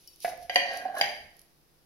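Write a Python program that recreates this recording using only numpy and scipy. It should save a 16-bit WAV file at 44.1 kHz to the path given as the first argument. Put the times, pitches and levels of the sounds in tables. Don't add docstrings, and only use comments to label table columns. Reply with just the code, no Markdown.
import sys
import numpy as np
from scipy import signal
from scipy.fft import rfft, irfft, next_fast_len
from scipy.io import wavfile
from scipy.ndimage import map_coordinates

SR = 44100
rng = np.random.default_rng(int(sys.argv[2]) if len(sys.argv) > 2 else 0)


def to_linear_factor(level_db):
    exponent = np.asarray(level_db, float) / 20
    return 10 ** exponent


def generate_wav(sig):
    pcm = np.round(np.clip(np.atleast_2d(sig).T, -1, 1) * 32767).astype(np.int16)
    wavfile.write(sys.argv[1], SR, pcm)


N = 81585

# frequency in Hz, level struck near the rim in dB,
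# level struck further in in dB, t60 in seconds, left over right in dB.
PLATE_MODES = [(284.5, -12.5, -26.5, 0.16, 2.5), (630, -23, -8.5, 0.12, -4.5), (568.4, 0, -10, 0.09, -4),
               (716, 3.5, -5.5, 0.14, -3.5), (722, -6, 0.5, 0.065, 0), (878, -26, -10, 0.024, -10.5),
               (992, 2.5, -42, 0.025, -2.5), (1622, -5.5, -3.5, 0.091, -2), (1866, 6.5, -9.5, 0.045, 2),
               (1972, 4, -4, 0.036, -13.5), (2100, -9.5, 4.5, 0.074, 1), (2427, 4.5, -7, 0.026, -8),
               (3020, 3.5, -5, 0.015, -12.5), (2880, 5, -8.5, 0.04, -2), (3161, -3.5, -9.5, 0.1, 12.5)]
# frequency in Hz, level in dB,
# t60 in seconds, left over right in dB.
JAMMED_MODES = [(218, -12.5, 0.02, 5), (626.8, -6.5, 0.11, -4.5), (694.3, -2.5, 0.083, -7.5),
                (786, -0.5, 0.051, -3.5), (791, -1.5, 0.026, 0), (1130, -26, 0.028, -4),
                (1593, -4.5, 0.055, -2), (1815, 5, 0.015, 0), (1919, -5.5, 0.058, -8),
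                (2170, 0, 0.03, -7.5), (2320, -3.5, 0.066, -4.5), (2760, 0.5, 0.01, 6),
                (3012, -2, 0.027, -14.5), (3140, 0.5, .03, -1)]
# frequency in Hz, level in an early hold in dB, level in a late hold in dB,
# t60 in seconds, left over right in dB.
BLADE_MODES = [(3960, 2.5, -8, 0.01, -15), (4600, 9, -32.5, 0.018, 1.5), (4765, -6.5, 3, 0.022, 7),
               (6010, -4.5, -14.5, 0.045, -6), (6280, -6.5, -16.5, 0.04, -6.5),
               (7710, -21.5, -29.5, 0.025, -22), (9530, -7.5, -20.5, 0.03, -1),
               (11300, -12.5, -23, 0.028, -12), (12900, -12, -15, .025, -9.5),
               (13450, -13.5, -14.5, .025, -4.5), (15100, -11.5, -11.5, .025, -2.5)]
# frequency in Hz, level in dB, t60 in seconds.
BOARD_MODES = [(143.4, -31.5, .1), (200, -22, 0.15)]
# frequency in Hz, level in dB.
CLATTER_SPECTRUM = [(300, -34.5), (600, -4), (1000, -19), (1330, -31), (1900, 5.5), (3150, 1), (3500, -5),
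                    (6800, -14.5), (8000, -48)]
CLATTER_DB, CLATTER_T60 = -2.5, 0.11
DULL_DB = 21
LAG_S, STRAY_HZ = -0.00013, 1450
# start in seconds, force in dB, contact in ms, blade over plate in dB,
# place from 0 at the rim to 1 inside.
KNOCKS = [
    (0.496, -28, 0.14, -6, 0.89),
    (.505, -44, 0.088, -30, 0.37),
    (.558, -22.5, 0.037, -3.5, 0.039),
    (0.5675, -30, .13, -16.5, 0.18),
]
# start in seconds, force in dB, contact in ms,
# blade over plate in dB.
BREAKS = [
    (1.0115, -19.5, 0.032, 1),
    (1.038, -27.5, 0.15, -17.5),
]
# time in seconds, pressure in dB, contact in ms,
# bearing point from 0 at the heel to 1 at the tip.
DRAG_COURSE = [(.48, -110, .07, .3), (.5, -72.5, 0.067, 0.29), (.52, -48, 0.079, 0.25),
               (.56, -42.5, 0.3, 0.32), (.68, -38.5, 0.13, 0), (.74, -32, 0.24, 0.74),
               (.78, -44.5, 0.095, 0.16), (.835, -39, 0.86, 0.5), (.9, -48, 0.68, 0.85),
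               (.94, -45, 0.6, 0.7), (.965, -30, 0.6, .95), (.99, -33, .55, .96), (1.01, -36, 0.4, 0.76),
               (1.06, -50, 0.07, 0), (1.2, -68, 0.092, 0.5), (1.3, -86, 0.13, 0.75)]
DRAG_CATCHES_PER_S, DRAG_SPREAD_DB = 900, 3.5
DRAG_BLADE_DB, DRAG_CLATTER_DB = -5.5, 1
# frequency in Hz, heel level in dB, # tip level in dB,
# t60 in seconds. With the heel down a mode sounds at 1.5 times the heel level
ROCKING_MODES = [(208, -25, -20, 0.019), (260, -15, -18.5, 0.076), (622, -10, -2, 0.053),
                 (697, -2, -9, 0.051), (726, -13.5, -2, 0.044), (1080, -6, -7, 0.038),
                 (1150, -5.5, -18, 0.02), (1618, -2.5, -3.5, 0.016), (1647, -12.5, 4.5, 0.026),
                 (1840, -17, -5, 0.028), (1950, -23, -10.5, 0.064), (2955, -21, -6, 0.033),
                 (4030, -19.5, -6.5, .014)]
# start in seconds, force in dB, pitch in Hz, rise in ms, scuff in dB.
SHOVES = [(.2462, -18.5, 701.6, 3, 2), (.279, -24.5, 703, 4, -10), (.298, -28.5, 693, 4, -15.5),
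          (.422, -32, 710, 14, -24.5), (.455, -52.5, 715, 8, -20), (.33, -37, 712, 6, -20.5),
          (.832, -55.5, 780, 4, -17), (.8525, -14.5, 748, 16, -24), (.872, -45, 700, 4, -15.5),
          (.886, -29.5, 707, 5, -22.5), (.918, -42, 695, 5, -20.5), (.94, -22.5, 765, 14, -24)]
# frequency over the pitch, level in dB, t60 in seconds,
# left over right in dB.
SHOVED_MODES = [(0.382, -15.5, .05, -2), (.78, -7.5, 0.0406, -3.5), (0.971, -3, 0.029, -1.5),
                (1.002, 0, .075, -5.5), (1.04, -12.5, 0.02, -0.5), (1.44, -20, .03, -3.5)]
# frequency in Hz, level in dB.
SCUFF_SPECTRUM = [(250, -13.5), (550, -8.5), (1150, -10.5), (1350, -12), (1650, 2.5), (2300, 1.5),
                  (3100, -14), (8000, -33)]
SCUFF_MS, SCUFF_T60 = 0.016, 0.052
# time in seconds, strength in dB.
CRUSH_COURSE = [(0, -64), (.19, -68), (.225, -49), (.3, -48.5), (.35, -80.5), (.43, -56), (.49, -77),
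                (.548, -48), (.6, -57.5), (.7, -67), (.77, -53), (.8, -61.5), (.92, -75.5), (.985, -45.5),
                (1.04, -52.5), (1.3, -74), (1.4, -70), (1.46, -80.5)]
FLAKES_PER_S, FLAKE_SPREAD_DB, FIZZ_SHARE = 4500, 4.5, 1
# start in seconds, peak in dB.
SNAPS = [(0.1599, -51), (0.2028, -45), (0.2048, -50), (0.22, -47.5), (0.2259, -53), (0.2327, -43),
         (.2365, -42), (.375, -48), (0.5424, -45), (0.5462, -38), (0.7336, -46), (0.7374, -46),
         (0.772, -36), (0.9522, -47.5), (0.9832, -37.5), (0.9864, -37), (1.367, -52), (1.3924, -48),
         (1.4157, -51)]
SNAP_T60 = .012
# frequency in Hz, level in dB.
CRUST_SPECTRUM = [(1200, -30), (2500, 3.5), (4000, 1.5), (6000, 1), (8000, -16), (11000, 0), (13500, -15),
                  (16000, -14)]
# frequency in Hz, level in dB.
TIP_MODES = [(3000, -20), (4651, -14.5), (5480, -11.5), (11420, -24), (15100, -30)]
TICK_S, TICK_DB, TIP_T60 = .0752, -42.5, .1
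# frequency in Hz, t60 in seconds, level in dB.
KITCHEN = [(154, 1, -3.5), (754, 0.5, -4.5), (2100, 0.56, -1.5), (5000, .5, -6.5), (11940, 0.28, -3.5)]
# frequency in Hz, left-right likeness.
ECHO_ALIKE = [(100, 0.57), (700, 1), (1500, 0.31), (4000, 0.073)]
WARE_WET_DB, SHOVE_WET_DB, CRUST_WET_DB = -1.55, -3.5, -1.5
WALL_S = .006
# frequency in Hz, level in dB.
RUMBLE = [(25, -4), (60, 1.5), (130, -10.5), (260, -16.5), (500, -63)]
# time in seconds, effort in dB.
HANDS = [
    (0, -76),
    (.22, -80),
    (.28, -61.5),
    (.45, -68.5),
    (.6, -72.5),
    (1.05, -73.5),
    (1.28, -66.5),
    (1.35, -91),
]
# frequency in Hz, level in dB.
AIR = [(30, -66.5), (90, -77.5), (350, -76.5), (800, -82), (2000, -88), (5000, -95.5), (8000, -103.5),
       (15000, -100)]
# frequency in Hz, left-right likeness.
AIR_ALIKE = [(60, 0.11), (240, 0.78), (950, 0), (3770, 0.0), (15000, 0.07)]
# frequency in Hz, rms level in dB.
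HUM = [(148, -70.5), (340, -74)]
# resonance in Hz, width in Hz, lift in dB, roll-off in Hz.
PORTS = [(5150, 2000, 15, 19000), (10920, 4470, 20, 28000)]
TOP_HZ = 15850


def unit(x):
    return x / np.sqrt(np.mean(x ** 2) + 1e-20)


def along(points, hz):
    f, v = np.transpose(points)
    return np.interp(np.log(hz + 1), np.log(f + 1), v)


def curves(rows):
    s, *cols = np.transpose(rows)
    return [np.interp(np.arange(N) / SR, s, c) for c in cols]


def filtered(x, response):
    m = next_fast_len(N + SR // 2)
    return irfft(rfft(x, m) * response(np.fft.rfftfreq(m, 1 / SR)), m)[..., :N]


def causal(points):
    cep = irfft(np.log(to_linear_factor(along(points, np.fft.rfftfreq(2048, 1 / SR)))))
    cep[1:1024] *= 2
    cep[1025:] = 0
    return irfft(np.exp(rfft(cep)))[:512]


def spikes(rate, spread_db):
    u = rng.random((3, N))
    sign = np.sign(u[1] - .5)
    size = to_linear_factor(-spread_db * np.log(1 - .98 * u[2]))
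    return unit((u[0] < rate / SR) * sign * size)


def ringing(modes, place, contact_ms, attack_s=.001):
    t = np.arange(SR // 4) / SR
    hz, near, far, t60, pan = np.transpose(modes)[:, :, None]
    place = np.clip(place, 0, 1)
    level = (1.5 - place) * near + place * far - 60 * t / t60
    size = to_linear_factor(level) / (1 + (hz * contact_ms / 500) ** 4) ** .5
    rise = 1 - np.exp(-t / max(attack_s, contact_ms / 250))
    common = rng.normal(0, 0.51, hz.shape)
    stray = np.minimum(hz / STRAY_HZ, 1) * rng.normal(0, 0.92, (2, len(modes), 1))
    lag = np.array([-1, 1])[:, None, None] * np.pi * hz * LAG_S
    wave = np.sin(2 * np.pi * hz * t + common + stray + lag)
    ring = rise * np.sum(size * to_linear_factor(np.array([pan, -pan]) / 2) * wave, axis=1)
    return signal.lfilter(*signal.butter(2, hz.min() / SR, 'high'), ring)


def clatter(db, contact_ms, t60=CLATTER_T60, modes=CLATTER_SPECTRUM):
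    t = np.arange(SR // 4) / SR
    rise = 1 - np.exp(-t / (.0012 + contact_ms / 200))
    noise = rng.standard_normal(len(t)) + 0.33 * rng.standard_normal((2, len(t)))
    burst = rise * to_linear_factor(db - 60 * t / t60) * noise
    colour = [(hz, level - DULL_DB * contact_ms * max(np.log2(hz / 900), 0)) for hz, level in modes]
    return signal.fftconvolve(burst, causal(colour)[None], axes=1)[:, :len(t)]


def thump():
    return ringing([(hz, db, db, t60, 2) for hz, db, t60 in BOARD_MODES], 0, 0.21)


def knocks():
    out = np.zeros((2, N + SR))
    jammed = [(hz, db, db, t60, pan) for hz, db, t60, pan in JAMMED_MODES]
    blows = [(PLATE_MODES, row[4], *row) for row in KNOCKS]
    blows += [(jammed, 0, *row, .95) for row in BREAKS]
    for plate, place, s, db, ms, blade_db, hold in blows:
        blow = ringing(plate, place, ms) + thump()
        blow += to_linear_factor(blade_db) * ringing(BLADE_MODES, hold, 0.06)
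        blow += clatter(CLATTER_DB - 12 * ms ** 2, ms)
        out[:, round(s * SR):][:, :SR // 4] += to_linear_factor(db) * blow
    return out[:, :N]


def drag():
    db, ms, tip = curves(DRAG_COURSE)
    force = to_linear_factor(db) * spikes(DRAG_CATCHES_PER_S, DRAG_SPREAD_DB)
    sharp = np.clip((.65 - ms) / 0.58, 0, 1) ** 2
    tip = np.clip(tip, 0, 1)
    hard = ringing(PLATE_MODES, 0.57, 0.32) + clatter(DRAG_CLATTER_DB, 0.058)
    hard += to_linear_factor(DRAG_BLADE_DB) * ringing(BLADE_MODES, 0.22, 0.098)
    rocking = [tuple(row) + (-2,) for row in ROCKING_MODES]
    heel_ring, tip_ring = (ringing(rocking, place, 0.039) for place in (0, 1))
    parts = ((sharp, hard), ((1 - sharp) * (1 - tip), heel_ring), ((1 - sharp) * tip, tip_ring))
    out = np.zeros((2, N))
    for share, ring in parts:
        ring = ring / np.linalg.norm(ring[1])
        out += signal.fftconvolve((force * share)[None], ring, axes=1)[:, :N]
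    return out


def tick():
    t = np.maximum(np.arange(N) / SR - TICK_S, 0)
    ring = sum(to_linear_factor(db - 60 * t / TIP_T60) * np.sin(2 * np.pi * hz * t) for hz, db in TIP_MODES)
    crack = (t > 0) * to_linear_factor(-3.0 - 60 * t / 0.0042) * np.diff(rng.standard_normal((2, N + 1)))
    return to_linear_factor(TICK_DB) * (ring + crack)


def shoves():
    out = np.zeros((2, N + SR))
    for s, db, pitch, rise_ms, scuff_db in SHOVES:
        modes = [(pitch * k, level, level, t60, pan) for k, level, t60, pan in SHOVED_MODES]
        push = ringing(modes, 0, .01, rise_ms / 2000) + to_linear_factor(-8.5) * thump()
        push += clatter(scuff_db, SCUFF_MS, SCUFF_T60, SCUFF_SPECTRUM)
        out[:, round(s * SR):][:, :SR // 4] += to_linear_factor(db) * push
    return out[:, :N]


def crust():
    db, = curves(CRUSH_COURSE)
    fizz = FIZZ_SHARE * rng.standard_normal((2, N))
    force = to_linear_factor(db - 4.5) * (spikes(FLAKES_PER_S, FLAKE_SPREAD_DB) + fizz)
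    t = np.arange(400) / SR
    fade = to_linear_factor(-60 * t / SNAP_T60) * (1 - np.exp(-t * 3000))
    for s, peak_db in SNAPS:
        snap = fade * np.diff(rng.standard_normal((2, len(t) + 1)))
        force[:, round(s * SR):][:, :len(t)] += to_linear_factor(peak_db + 1.5) * snap
    return signal.fftconvolve(force, causal(CRUST_SPECTRUM)[None], axes=1)[:, :N]


def kitchen(x, count=6):
    out, part = np.zeros((2, N)), np.arange(N) * count // N
    decay, colour = np.array(KITCHEN)[:, :2], np.array(KITCHEN)[:, ::2]
    for k in range(count):
        hz, t, (a, b) = signal.stft(rng.standard_normal((2, SR * 3 // 4)), SR, nperseg=256)
        turn = np.arccos(np.clip(along(ECHO_ALIKE, hz), -1, 1))[:, None] / 2
        z = np.array([a * np.cos(turn) + b * np.sin(turn), a * np.cos(turn) - b * np.sin(turn)])
        z = z * to_linear_factor(-60 * t / along(decay, hz)[:, None])
        tail = signal.istft(z, SR, nperseg=256)[1]
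        tail = tail * (1 - np.exp(-np.arange(tail.shape[1]) / SR / 0.0052))
        tail = np.pad(tail / np.linalg.norm(tail[0]), ((0, 0), (round(WALL_S * SR), 0)))
        out += signal.fftconvolve(x * (part == k), tail, axes=1)[:, :N]
    return filtered(out, lambda f: to_linear_factor(along(colour, f)))


def worktop():
    db, = curves(HANDS)
    lumps = map_coordinates(rng.standard_normal(32), [np.arange(N) / SR * 14])
    rumble = unit(filtered(rng.standard_normal(N), lambda hz: to_linear_factor(along(RUMBLE, hz))))
    return to_linear_factor(db + 3 * lumps + np.array([[3], [-3]])) * rumble


def room_tone():
    def mid_side(hz):
        turn = np.arccos(np.clip(along(AIR_ALIKE, hz), -1, 1)) / 2
        return to_linear_factor(along(AIR, hz) + 21.5) * [np.cos(turn), np.sin(turn)]

    mid, side = filtered(rng.standard_normal((2, N)), mid_side)
    t = np.arange(N) / SR

    def slow():
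        return map_coordinates(rng.standard_normal(16), [t * 6])

    hum = sum(to_linear_factor(db - 4.5 + slow()) * np.sin(2 * np.pi * hz * t + 0.52 * slow()) for hz, db in HUM)
    return np.array([mid + side, mid - side]) + hum


def scene():
    ware, blunt, flakes = knocks() + drag() + tick(), shoves(), crust()
    wet = kitchen(to_linear_factor(WARE_WET_DB) * ware + to_linear_factor(SHOVE_WET_DB) * blunt + to_linear_factor(CRUST_WET_DB) * flakes)
    return ware + blunt + flakes + wet + room_tone() + worktop()


def band_limit(x):
    return signal.sosfilt(signal.butter(12, 16350, fs=SR, output="sos"), x)


def record(dry):
    def port(f, centre, width, lift_db, roll_hz):
        resonance = 1j * f * width / (centre * centre - f * f + 1j * f * width)
        return 1 / (1 + 1j * f / roll_hz) + to_linear_factor(lift_db) * 0.47 * resonance

    def response(f):
        return np.array([port(f, *row) for row in PORTS]) * (f < TOP_HZ)

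    return band_limit(filtered(dry, response))


dry = scene()
out = record(dry)
generate_wav(out)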